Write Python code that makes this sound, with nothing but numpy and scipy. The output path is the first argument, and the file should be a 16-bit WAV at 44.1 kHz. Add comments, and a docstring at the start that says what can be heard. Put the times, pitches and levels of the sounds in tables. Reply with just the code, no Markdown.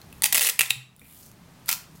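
"""Sticky tape is peeled off its roll in three bursts: each snap of the glue is a spike, a noisy crack and rough rings.
Fine crackle follows the pull, the roll jolts, and the freed strip drums; later a piece is pressed down on card.
Fingers tick and rustle on the film (puffs of filtered noise), and the table thuds (fading sine waves).
A small room answers with fading noise, over a low wavering rumble and steady hiss.
A gain control turns everything down after loud sounds, so the room tone drops after the pull."""
import sys
import numpy as np
from scipy import signal
from scipy.fft import rfft, irfft
from scipy.io import wavfile
from scipy.ndimage import map_coordinates

SR = 44100
rng = np.random.default_rng(int(sys.argv[2]) if len(sys.argv) > 2 else 0)


def materialize(psi):
    """Save the field psi as 16-bit PCM at rate SR to the path in sys.argv[1].

    A 1-D psi becomes a single channel; in a 2-D psi each row is a channel.
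    """
    bounded = np.clip(np.atleast_2d(psi).T, -1, 1)
    quanta = np.round(bounded * 32767).astype(np.int16)
    wavfile.write(sys.argv[1], SR, quanta)


def invert_db(level):
    """Linear amplitude ratio for a level in decibels (20 dB per decade), elementwise."""
    return 10 ** (np.asarray(level, dtype=float) / 20)


N = 88200  # samples, two seconds

# Glue letting go. Each row: start in seconds, level in dB before a shared gain, roll ring in dB against
# the crack before a shared lift, roll ring frequency in Hz, film ring frequency in Hz.
GLUE_SNAPS = [(0.2212, -10, -24, 2200, 11100), (0.2242, -32, -25, 2440, 11800),
              (0.2329, -26, -19, 4470, 14100), (0.2367, -7, -26, 4330, 15000),
              (0.2405, -9.5, -26, 3000, 14000), (0.2416, -3, -22, 3705, 10200),
              (0.2517, -16.5, -9, 3900, 11100), (0.2562, -8.5, -25, 2760, 10000),
              (0.2592, -9.5, -8.5, 3100, 7650), (0.2672, -22, -8, 4500, 13500),
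              (0.2712, -23, -19, 3120, 10300), (0.326, -4, -19, 3280, 14000), (0.3302, -6, -18, 3780, 9200),
              (0.3457, -2.5, -17.5, 2970, 12400), (0.349, -5.5, -11, 2250, 11200),
              (0.353, -6, -9, 1980, 11300), (0.3578, -5.5, -10, 2090, 11200),
              (0.3686, -8.5, -19, 4700, 10700), (0.376, -5.5, -7.5, 2530, 12100),
              (0.3805, -4, -13, 4900, 10600), (0.3844, -14, -11, 4730, 13000),
              (0.3947, -4.5, -16.5, 4800, 5900), (0.4098, -5.5, -8.5, 2760, 9300),
              (0.4182, -7, -10.5, 3140, 9500), (0.4208, -9, -13.5, 2300, 10500),
              (0.4269, -10, -19, 2800, 10000), (0.4291, -8.5, -15, 3000, 10000),
              (0.4336, -8.5, -14.5, 4080, 9720), (0.4391, -14.5, -7, 4150, 14800),
              (0.4445, -14.5, -7.5, 4000, 12300), (0.4478, -10.5, -11, 2000, 10000),
              (0.4539, -11.5, -8.5, 2440, 10470), (0.4607, -7.5, -8, 4200, 10600),
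              (0.468, -3, -13.5, 2900, 11000), (0.4712, -7, -8, 2960, 11500),
              (0.4731, -6, -14.5, 4000, 11000), (0.4889, -3, -8.5, 2760, 11100),
              (0.497, -6, -8.5, 2880, 8600), (0.5007, -9, -22, 3530, 11600), (0.592, 2, -8, 2960, 11300),
              (0.5947, 3, -17, 2900, 11500), (0.6091, 3, -12.5, 2610, 12700), (0.6149, 1, -15, 2830, 8900),
              (0.6233, -18.5, -12, 3160, 8800), (0.6323, -15, 4, 2440, 14300),
              (0.6388, -20.5, -7, 2180, 10600), (0.661, -19.5, 2, 3600, 8200),
              (0.696, -19.5, -22, 4100, 10400), (0.7047, -1.5, -31, 3000, 10500),
              (0.7072, -1.5, -11.5, 2455, 8200), (0.711, -13, -19, 2860, 10900)]
# Colour of the peeling tape. Each row: frequency in Hz, relative level per Hz in dB.
TAPE_COLOUR = [(150, -77.5), (250, -27.5), (400, -24.5), (484, -9), (547, -21), (710, -14), (1610, -11.5),
               (1980, 2.5), (2280, -9.5), (2530, -2), (4410, -4), (9830, -1.5), (16000, -3)]
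# Effort behind the fine crackle, one list for each pull and a last one for the pressing.
# Each row: time in seconds, level in dB.
PULL_EFFORTS = [
    [(.219, -58), (.235, -42), (.245, -34.5), (.262, -19.5), (.275, -56)],
    [(.325, -15.5), (.345, -39.5), (.36, -18), (.40, -26), (.42, -13.5), (.47, -14.5), (.485, -18),
     (.5, -12), (.512, -39)],
    [(.591, -35), (.597, -23.5), (.606, -30), (.62, -22.5), (.64, -33), (.665, -22), (.69, -44),
     (.706, -15), (.72, -42.5)],
    [(1.66, -60), (1.68, -38), (1.692, -17.5), (1.71, -33.5), (1.72, -22), (1.734, -24), (1.745, -32.5),
     (1.78, -48)],
]
# The roll jolts in the hand during the last pull, at its start and again near its end.
# Each row: start in seconds, level in dB, extra level of the upper tones in dB.
ROLL_JOLTS = [(.592, -9.5, -19), (0.5954, -13, -2), (0.608, -8, -12), (.6155, -10, -12), (0.622, -23, -9),
              (0.7059, -18.5, 14), (.7062, -5, 3.5), (.711, -24.5, -16)]
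# Tones of the hollow roll. Each row: frequency in Hz, relative level in dB, time to fade by 60 dB in seconds.
ROLL_TONES = [(851, -26.5, 0.059), (1353, -8.5, 0.02), (2520, 1, 0.0079), (2688, 13.5, 0.0089),
              (2960, -1.5, 0.012), (3830, 8, 0.0083), (4300, 3.5, 0.008), (8200, -1, .006)]
# The freed strip drums lower as it grows longer. Each row: time in seconds, frequency in Hz,
# drumming in dB against the snap's table level.
STRIP_DRUMMING = [(.22, 880, -23.5), (.27, 813, -29), (.33, 715, -28.5), (.42, 518, -26), (.5, 436, -28),
                  (.62, 437, -36)]
# Film creasing as the piece is pressed on the card. Each row: start in seconds, level in dB before a shared
# gain, roll ring in dB against the crack before a shared lift, roll ring in Hz, film ring in Hz.
PRESS_CREASES = [(1.6826, -34, -17, 4000, 12000), (1.6906, -8, -10, 2306, 14700),
                 (1.7023, -19, -5, 2410, 6160), (1.7132, -14.5, -17, 3120, 14900),
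                 (1.7159, -14, -8, 3120, 14000), (1.7196, -18, -4.5, 4300, 14300),
                 (1.728, -8.5, -13.5, 4300, 13200)]
# Colour of film crumpling on card. Each row: frequency in Hz, relative level per Hz in dB.
PRESSED_COLOUR = [(150, -53), (250, -35), (938, -9), (1080, -17), (1280, -4.5), (1670, -12), (2570, -5),
                  (9660, -6.5), (13000, -5.5), (16000, -4.5)]
# Light finger contacts on film and card. Each row: start in seconds, level in dB before a shared gain,
# roll ring in dB against the crack before a shared lift, roll ring in Hz, film ring in Hz.
FINGER_TICKS = [(0.0161, -44, -1.5, 4110, 6030), (0.1271, -37.5, -5.5, 2640, 11000),
                (0.1591, -63, -16, 2530, 9800), (0.1816, -49.5, -11, 1910, 10400),
                (0.9639, -32, -32, 2430, 10100), (0.9951, -34, -9, 3680, 11700),
                (1.0166, -46, 6, 1970, 7370), (1.0562, -44, -1, 2480, 13800),
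                (1.1995, -40, -33, 3000, 13500), (1.2112, -38, -32, 4160, 8700),
                (1.2317, -47, -23, 3100, 5680), (1.2436, -59, -22, 1490, 7200),
                (1.2576, -61, -15, 4000, 8350), (1.2694, -46, -25, 4600, 5900),
                (1.2879, -55, -20, 1500, 14700), (1.3154, -41, -15, 1497, 6300),
                (1.5961, -59, -7, 2340, 10400), (1.6598, -34.5, -23, 1980, 12100),
                (1.6697, -45, -12, 1520, 11900)]
# Loudness of the finger rustle. Each row: time in seconds, level in dB.
RUSTLE_LEVEL = [(0, -70.5), (.2, -58.5), (.22, -80), (.95, -69.5), (1.0, -51.5), (1.06, -48), (1.14, -44),
                (1.21, -46), (1.27, -48), (1.33, -66.5), (1.4, -91), (1.93, -65.5), (1.96, -53), (2, -66.5)]
# Bright colour of the film. Each row: frequency in Hz, relative level per Hz in dB.
BRIGHT_COLOUR = [(1180, -36), (2000, -12), (2420, -8.5), (2640, -19), (2830, -8), (5880, -16),
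                 (10200, -3.5), (16000, -3.5)]
# Flatter colour once the fingers close on the film. Each row: frequency in Hz, relative level per Hz in dB.
DULL_COLOUR = [(1180, -44), (2000, -18), (2880, -29), (4080, -9), (6940, -5), (14200, -5.5), (16000, -7)]
# A hand brushes the card. Each row: time in seconds, level in dB.
BRUSH_LEVEL = [(1.012, -72), (1.017, -43.5), (1.03, -58), (1.05, -56), (1.1, -63), (1.16, -65)]
# Dull colour of the card. Each row: frequency in Hz, relative level per Hz in dB.
CARD_COLOUR = [(1200, -44), (1800, -9.5), (2000, -7), (2400, 4), (2800, -9), (4000, -39)]
# Bumps on the table. Each row: start in seconds, level in dB, level of all tones but the first in dB.
TABLE_THUDS = [(0.239, -63.5, -8), (0.599, -31.5, -12), (0.702, -31, -17), (0.761, -23, -23),
               (0.829, -54, -20), (1.014, -50.5, 8.5)]
# Tones of the table top. Each row: frequency in Hz, time to fade by 60 dB in seconds.
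TABLE_TONES = [(127.7, 0.36), (70, .15), (170, 0.14), (214, 0.14), (273, 0.16), (472, 0.05)]
# How long the room answers. Each row: frequency in Hz, time to fade by 60 dB in seconds.
ROOM_FADE = [(300, .25), (1000, 0.5), (2600, 0.33), (6000, .33), (15000, 0.23)]
# Colour of the room tone. Each row: frequency in Hz, relative level per Hz in dB.
ROOM_TONE_COLOUR = [(12, -55.5), (20, -16), (49, -8), (163, 0), (301, -12), (434, -14.5), (527, -19.5),
                    (574, -16.5), (1260, -18), (1400, -20.5), (1660, -21.5), (16000, -34)]

# A T60 is the time to fade by 60 dB.
CRACK_T60_S, FILM_T60_S, BODY_T60_S = 0.008, 0.005, 0.018
CRACK_DB, SPIKE_DB, FILM_DB, BODY_LIFT_DB = -3, 9.5, -2, 1.5
SNAP_GAIN_DB, PRESS_GAIN_DB, TICK_GAIN_DB = 1, 1, 2.5
RING_ROUGH, JOLT_ROUGH = 0.13, 0.045  # radians of phase wander a sample
THIN_HZ, JOLT_THIN_HZ = 460, 700  # clicks and jolts lose the sound below these
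CRACKLE_PER_S, CRACKLE_SPREAD_DB = 2700, 3
CREASE_PER_S, CREASE_SPREAD_DB = 5400, 3.5
RUSTLE_PER_S, RUSTLE_SPREAD_DB = 4100, 3
PUFF_S = 0.00054  # time for a puff to shrink to 37 %
UPPER_HZ, JOLT_RISE_S = 3500, 0.0004
STRIP_T60_S, STRIP_RISE_S, TORN_OFF_S = 0.063, 0.003, 0.7
FLATTEN_S = 1.143, 1.265  # start and end of the film losing its bright edge
THUD_RISE_S = 0.0034
WET_DB, FIRST_WALL_S = -9, 0.003
ROOM_TONE_DB, HISS_ABOVE_HZ = -49.5, 380
RUMBLE_WAVER_DB, WAVERS_PER_S = 1, 12
DUCK_ABOVE_DB = -38
QUICK_SHARE, QUICK_LAG_S = 0.14, 0.037
SLOW_SHARE, SLOW_LAG_S = 0.68, 0.2
CEILING, TOP_HZ = 0.85, 16000


def unit(x):
    """Scales a sound to an rms of 1."""
    return x / np.sqrt(np.mean(x ** 2) + 1e-20)


def along(points, hz):
    """Reads a table of (Hz, value) rows between its points, on a log frequency axis."""
    f, v = np.transpose(points)
    return np.interp(np.log(hz + 1), np.log(f + 1), v)


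def curve(rows):
    """Turns (seconds, dB) rows into one dB value a sample, practically silent outside them."""
    s, db = np.transpose(rows)
    return np.interp(np.arange(N) / SR, s, db, left=-150, right=-150)


def coloured(x, spectrum):
    """Filters x to the given spectrum with a response that never starts before its cause."""
    level = invert_db(along(spectrum, np.fft.rfftfreq(2048, 1 / SR)))
    cepstrum = irfft(np.log(level + 1e-6))
    # fold the backward half onto the forward half: minimum phase
    cepstrum[1:1024] *= 2
    cepstrum[1025:] = 0
    response = irfft(np.exp(rfft(cepstrum)))
    return signal.fftconvolve(x, response)[:len(x)]


def lag(x, seconds):
    """Smooths x so that it follows changes with a delay (one-pole low-pass)."""
    pole = np.exp(-1 / (seconds * SR))
    return signal.lfilter([1 - pole], [1, -pole], x)


def high_pass(x, hz):
    """Takes away the sound below hz."""
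    return signal.sosfilt(signal.butter(3, hz, "high", fs=SR, output="sos"), x)


def rough_ring(t, hz, t60, wander):
    """A fading sine wave made rough by random steps of its phase."""
    phase = 2 * np.pi * hz * t + np.cumsum(wander)
    return invert_db(-60 * t / t60) * np.sin(phase)


def clicks(table, gain_db, spectrum):
    """A sudden release gives a spike and a broad crack, and rings the roll and the film."""
    out, t = np.zeros(N + SR), np.arange(SR // 40) / SR
    spike = coloured(1.0 * (t == 0), spectrum)
    spike = invert_db(SPIKE_DB) * spike / np.linalg.norm(spike)
    for s, db, body_db, body_hz, film_hz in table:
        noise = rng.standard_normal((3, len(t)))
        crack = invert_db(CRACK_DB - 60 * t / CRACK_T60_S) * unit(coloured(noise[0], spectrum))
        film = invert_db(FILM_DB) * rough_ring(t, film_hz, FILM_T60_S, RING_ROUGH * noise[1])
        body = rough_ring(t, body_hz, BODY_T60_S, RING_ROUGH * noise[2])
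        sound = spike + crack + film + invert_db(body_db + BODY_LIFT_DB) * body
        out[round(s * SR):][:len(t)] += invert_db(db + gain_db) * sound
    return high_pass(out[:N], THIN_HZ)


def grains(per_s, spread_db, spectrum):
    """Random tiny releases of uneven size, each a short puff of noise; rms 1 overall."""
    draw = rng.random((2, N))
    happens = draw[0] < per_s / SR
    sizes = happens * invert_db(-spread_db * np.log(draw[1] + 1e-9))  # spread_db is the mean boost
    puffs = signal.lfilter([1], [1, -np.exp(-1 / (PUFF_S * SR))], sizes)
    return unit(coloured(puffs * rng.standard_normal(N), spectrum))


def peeling():
    """Glue lets go in big snaps over a fine crackle that follows the pull; roll and strip join in."""
    effort = sum(invert_db(curve(pull)) for pull in PULL_EFFORTS[:-1])
    crackle = effort * grains(CRACKLE_PER_S, CRACKLE_SPREAD_DB, TAPE_COLOUR)
    return clicks(GLUE_SNAPS, SNAP_GAIN_DB, TAPE_COLOUR) + crackle + jolts() + strip()


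def jolts():
    """Every jolt rings the same fast-fading tones of the hollow roll, each a little differently."""
    out, t = np.zeros(N + SR), np.arange(SR // 20) / SR
    rise = 1 - np.exp(-t / JOLT_RISE_S)
    for s, db, upper_db in ROLL_JOLTS:
        ring = np.zeros(len(t))
        for hz, level_db, t60 in ROLL_TONES:
            wander = JOLT_ROUGH * rng.standard_normal(len(t))
            ring += invert_db(level_db + upper_db * (hz > UPPER_HZ)) * rough_ring(t, hz, t60, wander)
        out[round(s * SR):][:len(t)] += invert_db(db) * ring * rise
    return high_pass(out[:N], JOLT_THIN_HZ)


def strip():
    """Every snap plucks the taut freed strip, a fading sine wave, until it is torn off."""
    out, t = np.zeros(N + SR), np.arange(SR // 10) / SR
    rise = 1 - np.exp(-t / STRIP_RISE_S)
    times, pitches, levels = np.transpose(STRIP_DRUMMING)
    for s, db, *_ in GLUE_SNAPS:
        if s < TORN_OFF_S:
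            hz, under_db = np.interp(s, times, pitches), np.interp(s, times, levels)
            fade = invert_db(db + under_db - 60 * t / STRIP_T60_S)
            out[round(s * SR):][:len(t)] += fade * np.sin(2 * np.pi * hz * t) * rise
    return out[:N]


def pressing():
    """The piece is pressed on the card: the film creases in clicks over a fine crumple."""
    crumple = grains(CREASE_PER_S, CREASE_SPREAD_DB, PRESSED_COLOUR)
    creases = clicks(PRESS_CREASES, PRESS_GAIN_DB, PRESSED_COLOUR)
    return creases + invert_db(curve(PULL_EFFORTS[-1])) * crumple


def fingers():
    """Skin slides on film and card as many tiny puffs, with separate ticks."""
    bright = grains(RUSTLE_PER_S, RUSTLE_SPREAD_DB, BRIGHT_COLOUR)
    dull = grains(RUSTLE_PER_S, RUSTLE_SPREAD_DB, DULL_COLOUR)
    # cosine and sine crossfade keeps the power steady
    turn = np.interp(np.arange(N) / SR, FLATTEN_S, [0, np.pi / 2])
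    rustle = invert_db(curve(RUSTLE_LEVEL)) * (np.cos(turn) * bright + np.sin(turn) * dull)
    brush = invert_db(curve(BRUSH_LEVEL)) * grains(RUSTLE_PER_S, RUSTLE_SPREAD_DB, CARD_COLOUR)
    return rustle + brush + clicks(FINGER_TICKS, TICK_GAIN_DB, BRIGHT_COLOUR)


def thuds():
    """Soft bumps of hand and roll ring the table top as fading sine waves."""
    out, t = np.zeros(N + SR), np.arange(SR // 2) / SR
    rise = 1 - np.exp(-t / THUD_RISE_S)
    for s, db, upper_db in TABLE_THUDS:
        ring = np.zeros(len(t))
        for k, (hz, t60) in enumerate(TABLE_TONES):
            ring += invert_db(upper_db * (k > 0) - 60 * t / t60) * np.sin(2 * np.pi * hz * t)
        out[round(s * SR):][:len(t)] += invert_db(db) * ring * rise
    return out[:N]


def room(x):
    """The room answers with noise in which each frequency dies at its own speed."""
    hz, t, z = signal.stft(rng.standard_normal(SR // 2), SR, nperseg=256)
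    fade = invert_db(-60 * t / along(ROOM_FADE, hz)[:, None])
    tail = signal.istft(z * fade, SR, nperseg=256)[1]
    delayed = np.pad(x, (round(FIRST_WALL_S * SR), 0))
    return signal.fftconvolve(delayed, tail / np.linalg.norm(tail))[:N]


def room_tone():
    """Filtered noise: a low building rumble that wavers, and a steady hiss."""
    waver = map_coordinates(rng.standard_normal(40), [np.arange(N) * WAVERS_PER_S / SR])
    # the first 4096 samples let the filter settle
    tone = unit(coloured(rng.standard_normal(N + 4096), ROOM_TONE_COLOUR)[4096:])
    rumble = signal.sosfiltfilt(signal.butter(2, HISS_ABOVE_HZ, fs=SR, output="sos"), tone)
    hiss = tone - rumble
    return invert_db(ROOM_TONE_DB) * (hiss + invert_db(RUMBLE_WAVER_DB * waver) * rumble)


def scene():
    """Adds up everything at the microphone, as one channel."""
    near = peeling() + pressing() + fingers()
    return (near + invert_db(WET_DB) * room(near) + thuds() + room_tone())[None]


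def band_limit(x):
    """A steep low-pass at the top of the band."""
    return signal.sosfilt(signal.butter(12, 17120, fs=SR, output="sos"), x)


def record(dry):
    """Gain control with a quick and a slow part, then soft clipping and a treble limit."""
    level_db = 10 * np.log10(lag(dry[0] ** 2, 0.01) + 1e-12)
    over_db = np.maximum(level_db - DUCK_ABOVE_DB, 0)
    quick_db = QUICK_SHARE * lag(over_db, QUICK_LAG_S)
    slow_db = SLOW_SHARE * lag(lag(over_db, SLOW_LAG_S), SLOW_LAG_S)
    ducked = dry * invert_db(-quick_db - slow_db)
    clipped = ducked / (1 + np.abs(ducked / CEILING) ** 6) ** (1 / 6)
    mix = signal.sosfilt(signal.butter(16, TOP_HZ, fs=SR, output="sos"), clipped)
    return band_limit(mix)


dry = scene()
out = record(dry)
materialize(out)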